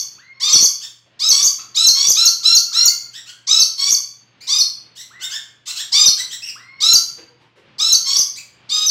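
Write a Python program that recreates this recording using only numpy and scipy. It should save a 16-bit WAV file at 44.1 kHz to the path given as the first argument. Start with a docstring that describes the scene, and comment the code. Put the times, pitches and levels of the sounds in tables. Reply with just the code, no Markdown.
"""Two parrots call close to the microphone in a small hard-walled room: a rising buzzy squawk flips into a
loud arched whistle. Further birds chirp and peep, soft coos come between, a machine hums faintly under the
room air, and something scuffs now and then. Voices are stacked harmonics shaped by a throat and roughened by
breath; whistles are gliding tones, scuffs and air are filtered noise. The loudest whistles overdrive the mic."""
import sys
import numpy as np
from scipy import signal
from scipy.fft import rfft, irfft
from scipy.io import wavfile
from scipy.ndimage import uniform_filter1d, minimum_filter1d

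SR = 44100
rng = np.random.default_rng(int(sys.argv[2]) if len(sys.argv) > 2 else 0)


def put_to_file(sound):
    """Save the sound as 16-bit audio at rate SR, in the file named by the first command-line argument."""
    columns = np.atleast_2d(sound).T  # one column per channel
    safe = np.clip(columns, -1, 1)
    whole_steps = np.round(safe * 32767)
    wavfile.write(sys.argv[1], SR, whole_steps.astype(np.int16))


N = 392490
LEAD_S = .2  # run-in before time zero, so that a call can already be sounding at the start
TOP_HZ = 15750  # upper edge of the microphone's range


def undb(db):
    """Turn decibels into an amplitude factor."""
    return 10 ** (np.asarray(db) / 20)


def along(table, hz):
    """Read a (frequency [Hz], value) table on a log-frequency axis."""
    table_hz, values = np.transpose(table)
    return np.interp(np.log(hz), np.log(table_hz), values)


def band(x, lo_hz, hi_hz):
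    """Keep the sound between two frequencies."""
    return signal.sosfilt(signal.butter(2, [lo_hz, hi_hz], "band", fs=SR, output="sos"), x)


def wobble(n, rate):
    """Smooth random drift of spread 1, averaged over windows of 1/rate seconds."""
    k = max(int(SR / rate), 1)
    noise = rng.standard_normal(n + 4 * k)
    smooth = uniform_filter1d(uniform_filter1d(noise, k), k)[2 * k:-2 * k]
    return smooth * np.sqrt(1.724 * k)


def swell(t, length, attack, release):
    """Straight fade in and out, times in seconds."""
    return np.clip(np.minimum(t / attack, (length - t) / release), 0, 1)


def add(track, start, sound):
    """Mix a sound into a track at its start time in seconds."""
    i = int((start + LEAD_S) * SR)
    track[i:i + len(sound)] += sound[:len(track) - i]


# Tone colour of the room air: (frequency [Hz], relative level [dB])
AIR_COLOUR = [(30, -38.5), (60, -16.5), (130, -6.5), (300, -12), (600, -16.5), (1300, -16), (3000, -16),
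              (5000, -26.5), (8000, -48), (15000, -76.5)]
# Slow rise and fall of the room air: (time [s], level [dB])
AIR_LEVEL = [(0, -59), (1.001, -63.5), (1.2, -57.5), (3.3, -60.5), (4.3, -59.5), (5.6, -59.5), (6.601, -56),
             (7.401, -56), (8.9, -53)]


def room_air():
    """Coloured noise whose level swells and sinks, slowly by the table and faster by chance."""
    hz = np.maximum(np.fft.rfftfreq(N, 1 / SR), 1)
    air = irfft(rfft(rng.standard_normal(N)) * undb(along(AIR_COLOUR, hz)), N)
    level_db = np.interp(np.arange(N) / SR, *np.transpose(AIR_LEVEL))
    return air / np.std(air) * undb(level_db + 1.7 * wobble(N, 8.8))


def machine_hum():
    """One low sine that wavers in pitch and level."""
    hum_hz, hum_db = 120, -65.5  # level is RMS, before the wavering
    pitch = hum_hz * (1 + 0.013 * wobble(N, 7.1))
    hum = np.sin(2 * np.pi * np.cumsum(pitch) / SR)
    return np.sqrt(2) * hum * undb(hum_db + 1.4 * wobble(N, 11))


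# Faint scuffs: (time [s], length [s], level before filtering [dB], hollow ring [Hz])
SCUFF_EVENTS = [(1.052, 0.032, -63, 582), (7.169, 0.045, -50, 425), (7.39, 0.073, -62, 810),
                (7.553, 0.059, -55, 425)]


def scuffs(track):
    """Short rubs of grainy noise, with a narrower band boosted for a hollow ring."""
    for start, length, db, ring_hz in SCUFF_EVENTS:
        t = np.arange(int(length * SR)) / SR
        grain = undb(0.97 * wobble(len(t), 53))
        rub = rng.standard_normal(len(t)) * grain * np.sin(np.pi * t / length)
        body = 3.8 * band(rub, 150, 2800)
        ring = 9 * band(rub, 0.874 * ring_hz, 1.3 * ring_hz)
        add(track, start, undb(db) * (body + ring))


def sing(track, start, length, hz, db, throat, *, scoop, scoop_s, climb, lateness=1, tilt_db=0, rasp,
         jitter, shimmer_db, breath, attack, release, halving=0.):
    """Harmonics of the syrinx scoop up to pitch and pass the throat; rasp shakes the pitch and adds breath.

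    scoop and climb are shares of the end pitch; a negative climb arches above it.
    halving is the strength of the odd harmonics when the note is built an octave down.
    """
    t = np.arange(int(length * SR)) / SR
    glide = 1 - scoop * np.exp(-t / scoop_s) - climb * (1 - (t / length) ** lateness)
    pitch = hz * glide * (1 + jitter * rasp * wobble(len(t), 300))
    throat_hz = pitch
    if halving:
        pitch = pitch / 2
        throat_hz = hz / 2  # overtones keep their order of strength through the scoop
    phase = 2 * np.pi * np.cumsum(pitch) / SR
    note = 0
    for k in range(1, 14):
        tilt = tilt_db * np.log2(k * pitch / 4500)  # the beak's tilt, in dB per octave
        shimmer = shimmer_db * wobble(len(t), 121.4)
        gain = undb(along(throat, k * throat_hz) + tilt + shimmer)
        if halving and k % 2:
            # every second cycle weakens late in the note, so the lower octave shows
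            gain = gain * halving * np.clip((t / length - .45) / 0.12, 0, 1)
        high_breath = np.maximum(k * pitch - 8400, 0) / 400  # overtones above 8400 Hz turn breathy
        smear = np.clip(breath * rasp + high_breath, 0, .8)
        tone = np.sqrt(1 - smear ** 2) + smear * wobble(len(t), 1800)
        note = note + gain * tone * np.sin(k * phase + k * k) * (k * pitch < TOP_HZ)
    add(track, start, undb(db) * swell(t, length, attack, release) * note)


# Soft coos: (time [s], length [s], end pitch of the upper octave [Hz], level before the throat [dB])
COO_CALLS = [(0.174, 0.33, 2220, -52.5), (2.708, .24, 2145, -50.5), (5.1, .273, 2177, -50.5),
             (6.552, 0.28, 2204, -49.5)]
# What the cooing throat passes: (frequency [Hz], gain [dB])
COO_PASS = [(1100, 0.5), (2200, 4.4), (3300, -22.5), (4400, -7.5), (5500, 1.5), (6600, -47), (9000, -60)]


def coos(track):
    """Long soft notes that scoop up from far below, with a lower octave coming in late."""
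    for start, length, hz, db in COO_CALLS:
        sing(track, start, length, hz, db, COO_PASS, scoop=.58, scoop_s=.025, climb=.06, rasp=.09,
             jitter=.02, shimmer_db=4.0, breath=.9, attack=0.013, release=0.018, halving=0.2)


# Thin peeps: (time [s], length [s], arch above the end pitch [share], level before the throat [dB])
PEEP_CALLS = [(4.405, .055, .13, -42), (6.418, .088, .3, -34)]
# What the peeping throat passes: (frequency [Hz], gain [dB])
PEEP_PASS = [(2500, -4), (5200, 3.5), (7600, -9), (10000, -23)]


def peeps(track):
    """Thin notes that scoop up, arch over and fall late to 2250 Hz."""
    for start, length, arch, db in PEEP_CALLS:
        sing(track, start, length, 2250, db, PEEP_PASS, scoop=.25, scoop_s=.016, climb=-arch, lateness=3.5,
             rasp=.55, jitter=0.015, shimmer_db=1.5, breath=0.62, attack=0.0074, release=0.0055)


# Further birds' chirps: (time [s], length [s], end pitch [Hz], level before the throat [dB],
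# beak tilt [dB per octave], rasp [0-1])
CHIRP_CALLS = [(0.804, 0.053, 1950, -39.5, 3.5, 0.76), (1.578, 0.023, 1594, -46.5, -8.5, 0.55),
               (3.125, .067, 1903, -41.5, 0.7, 0.68), (3.252, 0.058, 1614, -44.5, 0.3, 0.69),
               (4.951, 0.074, 2030, -41.5, 4.5, 0.73), (5.192, 0.036, 1660, -39.5, -3.5, 0.63),
               (5.212, 0.046, 1940, -33.5, 5.5, 0.26), (5.295, 0.075, 1804, -33, -1, 0.37),
               (5.655, 0.062, 1406, -34.5, 4, 0.9), (5.747, .038, 1635, -31.5, 3.5, .8),
               (5.773, 0.042, 1924, -30.5, 2, 0.59), (6.17, .04, 2190, -26.5, 2.5, 0.67),
               (6.296, 0.058, 1990, -36, 2.5, 0.6), (8.352, 0.038, 2560, -35, 2.7, 0.4)]
# What the chirping throat passes: (frequency [Hz], gain [dB])
CHIRP_PASS = [(1500, -8), (3600, 4.5), (5600, -0.5), (7600, -2), (9000, -21), (13000, -24)]


def chirps(track):
    """Short raspy notes that scoop up and stop almost at once."""
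    for start, length, hz, db, tilt_db, rasp in CHIRP_CALLS:
        sing(track, start, length, hz, db, CHIRP_PASS, scoop=0.38, scoop_s=.019, climb=.02, tilt_db=tilt_db,
             rasp=rasp, jitter=.05, shimmer_db=2.5, breath=0.52, attack=0.028, release=0.0018)


# Near calls, squawk then whistle: (time [s], bird, squawk length [s], squawk end pitch [Hz],
# scoop time [s], squawk level before the throat [dB], whistle length before its hold [s],
# whistle bottom pitch [Hz], whistle level before its fall and shimmer [dB])
NEAR_CALL_LIST = [(-.18, "low", .12, 1175, .008, -27.5, 0.052, 4450, -17.5),
                  (0.398, "high", 0.13, 1237, .018, -16, 0.037, 4356, -5),
                  (0.468, "low", 0.13, 1172, 0.011, -18.5, 0.064, 4540, -9),
                  (1.191, "high", 0.096, 1333, 0.023, -17.5, 0.036, 4347, -7.5),
                  (1.299, "low", 0.12, 1185, .008, -15.5, 0.058, 4610, -9),
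                  (1.744, "high", 0.12, 1352, 0.017, -14, 0.032, 4216, -6),
                  (1.938, "low", 0.13, 1175, 0.01, -17.5, .052, 4796, -9),
                  (2.15, "high", .103, 1376, 0.015, -13.5, .031, 4325, -6.5),
                  (2.428, "high", 0.12, 1385, .012, -13, 0.031, 4350, -6),
                  (2.724, "high", 0.13, 1415, 0.017, -14.5, .032, 4450, -7),
                  (3.468, "high", .13, 1328, 0.019, -14.5, .028, 4446, -7.5),
                  (3.774, "low", .12, 1176, 0.0064, -18, 0.056, 4516, -11),
                  (4.467, "high", .118, 1251, .025, -18, .033, 4285, -10),
                  (5.917, "high", .139, 1237, 0.019, -12, 0.03, 4290, -6.5),
                  (6.801, "high", 0.13, 1369, 0.021, -13, 0.029, 4610, -6),
                  (7.782, "high", 0.14, 1352, .016, -15.5, 0.029, 4480, -9),
                  (8.045, "low", 0.12, 1160, .007, -18, 0.049, 4810, -9),
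                  (8.69, "high", 0.17, 1261, 0.01, -18.5, 0.045, 4290, -11)]
# Each bird's squawk: (scoop [share of end pitch], climb [share of end pitch],
# climb lateness [power of time], beak tilt [dB per octave], rasp [0-1])
SQUAWK_HABITS = {"high": (.35, .025, 1.084, 1.2, 0.24), "low": (.1, .07, 2.2, 2.05, 0.36)}
# What the squawking throat passes: (frequency [Hz], gain [dB])
SQUAWK_PASS = [(1200, -20), (2700, -22), (3350, -10), (3700, -.5), (4300, -.1), (5400, -2.5), (6700, -11),
               (8000, -17), (9000, -36), (10500, -32), (13000, -38)]


def squawks(track):
    """Buzzy notes that climb to their end pitch and cut off where the whistle takes over."""
    for start, bird, length, hz, scoop_s, db, *_ in NEAR_CALL_LIST:
        scoop, climb, lateness, tilt_db, rasp = SQUAWK_HABITS[bird]
        sing(track, start, length, hz, db, SQUAWK_PASS, scoop=scoop, scoop_s=scoop_s, climb=climb,
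             lateness=lateness, tilt_db=tilt_db, rasp=rasp,
             jitter=0.013, shimmer_db=3.5, breath=0.9, attack=0.03, release=0.00033)


# Each bird's whistle: (top pitch [multiple of the squawk's end pitch], start pitch [share of the top],
# rising stretch [share of the length], rasp while rising [0-1])
WHISTLE_HABITS = {"high": (4.9, .8, .2, .15), "low": (5.5, .76, .86, .6)}
# The whistle's breathy octave: (frequency [Hz], gain [dB])
OCTAVE_PASS = [(8600, -25.5), (10000, -17.5), (12000, -24.5), (13500, -10.5)]


def whistles(track, hold=0.012):
    """A near-pure tone springs hoarsely to its top, sags, breaks downward and settles at the bottom."""
    for start, bird, squawk_s, squawk_hz, _, _, whistle_s, bottom_hz, db in NEAR_CALL_LIST:
        multiple, start_share, rise_share, hoarse = WHISTLE_HABITS[bird]
        rise, fall = rise_share * whistle_s, (1 - rise_share) * whistle_s
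        top_hz = multiple * squawk_hz
        t = np.arange(int((rise + fall + hold) * SR)) / SR
        spring = np.sin(np.pi / 2 * np.clip(t / rise, 0, 1)) ** .5
        up = top_hz * (start_share + (1 - start_share) * spring)
        fall_share = np.clip((t - rise) / fall, 0, 1)
        # the steep step near 0.7 is the break
        drop = np.interp(fall_share, [0, .25, .67, .73, 1], [0, .13, .52, .86, 1])
        down = (top_hz - bottom_hz) * uniform_filter1d(drop, size=60)
        rasp = hoarse * (t < rise)  # only the rising stretch is hoarse
        pitch = (up - down) * (1 + (0.0035 + 0.03 * rasp) * wobble(len(t), 260))
        phase = 2 * np.pi * np.cumsum(pitch) / SR
        tone = (np.sqrt(1 - rasp ** 2) + rasp * wobble(len(t), 1400)) * np.sin(phase)
        octave = undb(along(OCTAVE_PASS, 2 * pitch)) * wobble(len(t), 2500) * np.sin(2 * phase)
        level = undb(db + 1.3 * drop + 1.83 * wobble(len(t), 200))
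        add(track, start + squawk_s, level * swell(t, t[-1], 0.003, 0.0094) * (tone + octave))


# Time the echoes take to fall by 60 dB: (frequency [Hz], decay time [s])
ECHO_DECAY = [(1000, 0.64), (4500, 0.38), (7000, 0.39), (12000, 0.34)]


def room(x, wet_db, build_s, scatter_db):
    """Straight sound plus wall echoes: uneven at first, building into a tail that dies sooner in the treble."""
    t = np.arange(int(.7 * SR)) / SR
    unevenness = undb(scatter_db * np.exp(-t / 0.04) * rng.standard_normal(len(t)))
    echoes = rng.standard_normal(len(t)) * unevenness
    edges = 300 * 2 ** np.arange(0, 6.1, .5)  # half-octave bands [Hz]
    tail = 0
    for lo, hi in zip(edges, edges[1:]):
        decay = undb(-60 * t / along(ECHO_DECAY, np.sqrt(lo * hi)))
        tail = tail + band(echoes, lo, hi) * decay
    tail = tail * np.clip(t / build_s, 0, 1)
    tail = tail / np.sqrt(np.sum(tail ** 2))
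    return x + undb(wet_db) * signal.fftconvolve(x, tail)[:len(x)]


def scene():
    """Near and far sources each excite the room, the far ones with more echo; air and hum lie under them."""
    near, far = np.zeros((2, N + int(LEAD_S * SR)))
    scuffs(near)
    coos(near)
    peeps(far)
    chirps(far)
    squawks(near)
    whistles(near)
    near_heard = room(near, wet_db=-0.13, build_s=0.019, scatter_db=4.2)
    far_heard = room(far, wet_db=4.8, build_s=0.0023, scatter_db=3.1)
    return ((near_heard + far_heard)[-N:] + room_air() + machine_hum())[None]


def record(dry):
    """Driven hard, the capsule swings further one way, most in the treble, so loud whistles thump lower down.

    A limiter holds the direct sound's peaks, and a steep low-pass cuts the top.
    """
    excess = np.clip(np.abs(band(dry, 4700, 13000)) - .22, 0, 1) ** 2
    thump = signal.sosfilt(signal.butter(3, [85, 1300], "band", fs=SR, output="sos"), excess)
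    peak = -minimum_filter1d(-np.abs(dry), size=89)  # highest level within about 1 ms either side
    gain = uniform_filter1d(np.minimum(.96 / (peak + 1e-9), 1), size=45)
    low_pass = signal.ellip(10, .2, 80, TOP_HZ, fs=SR, output="sos")
    return signal.sosfilt(low_pass, gain * dry + 0.24 * thump)


dry = scene()
out = record(dry)
put_to_file(out)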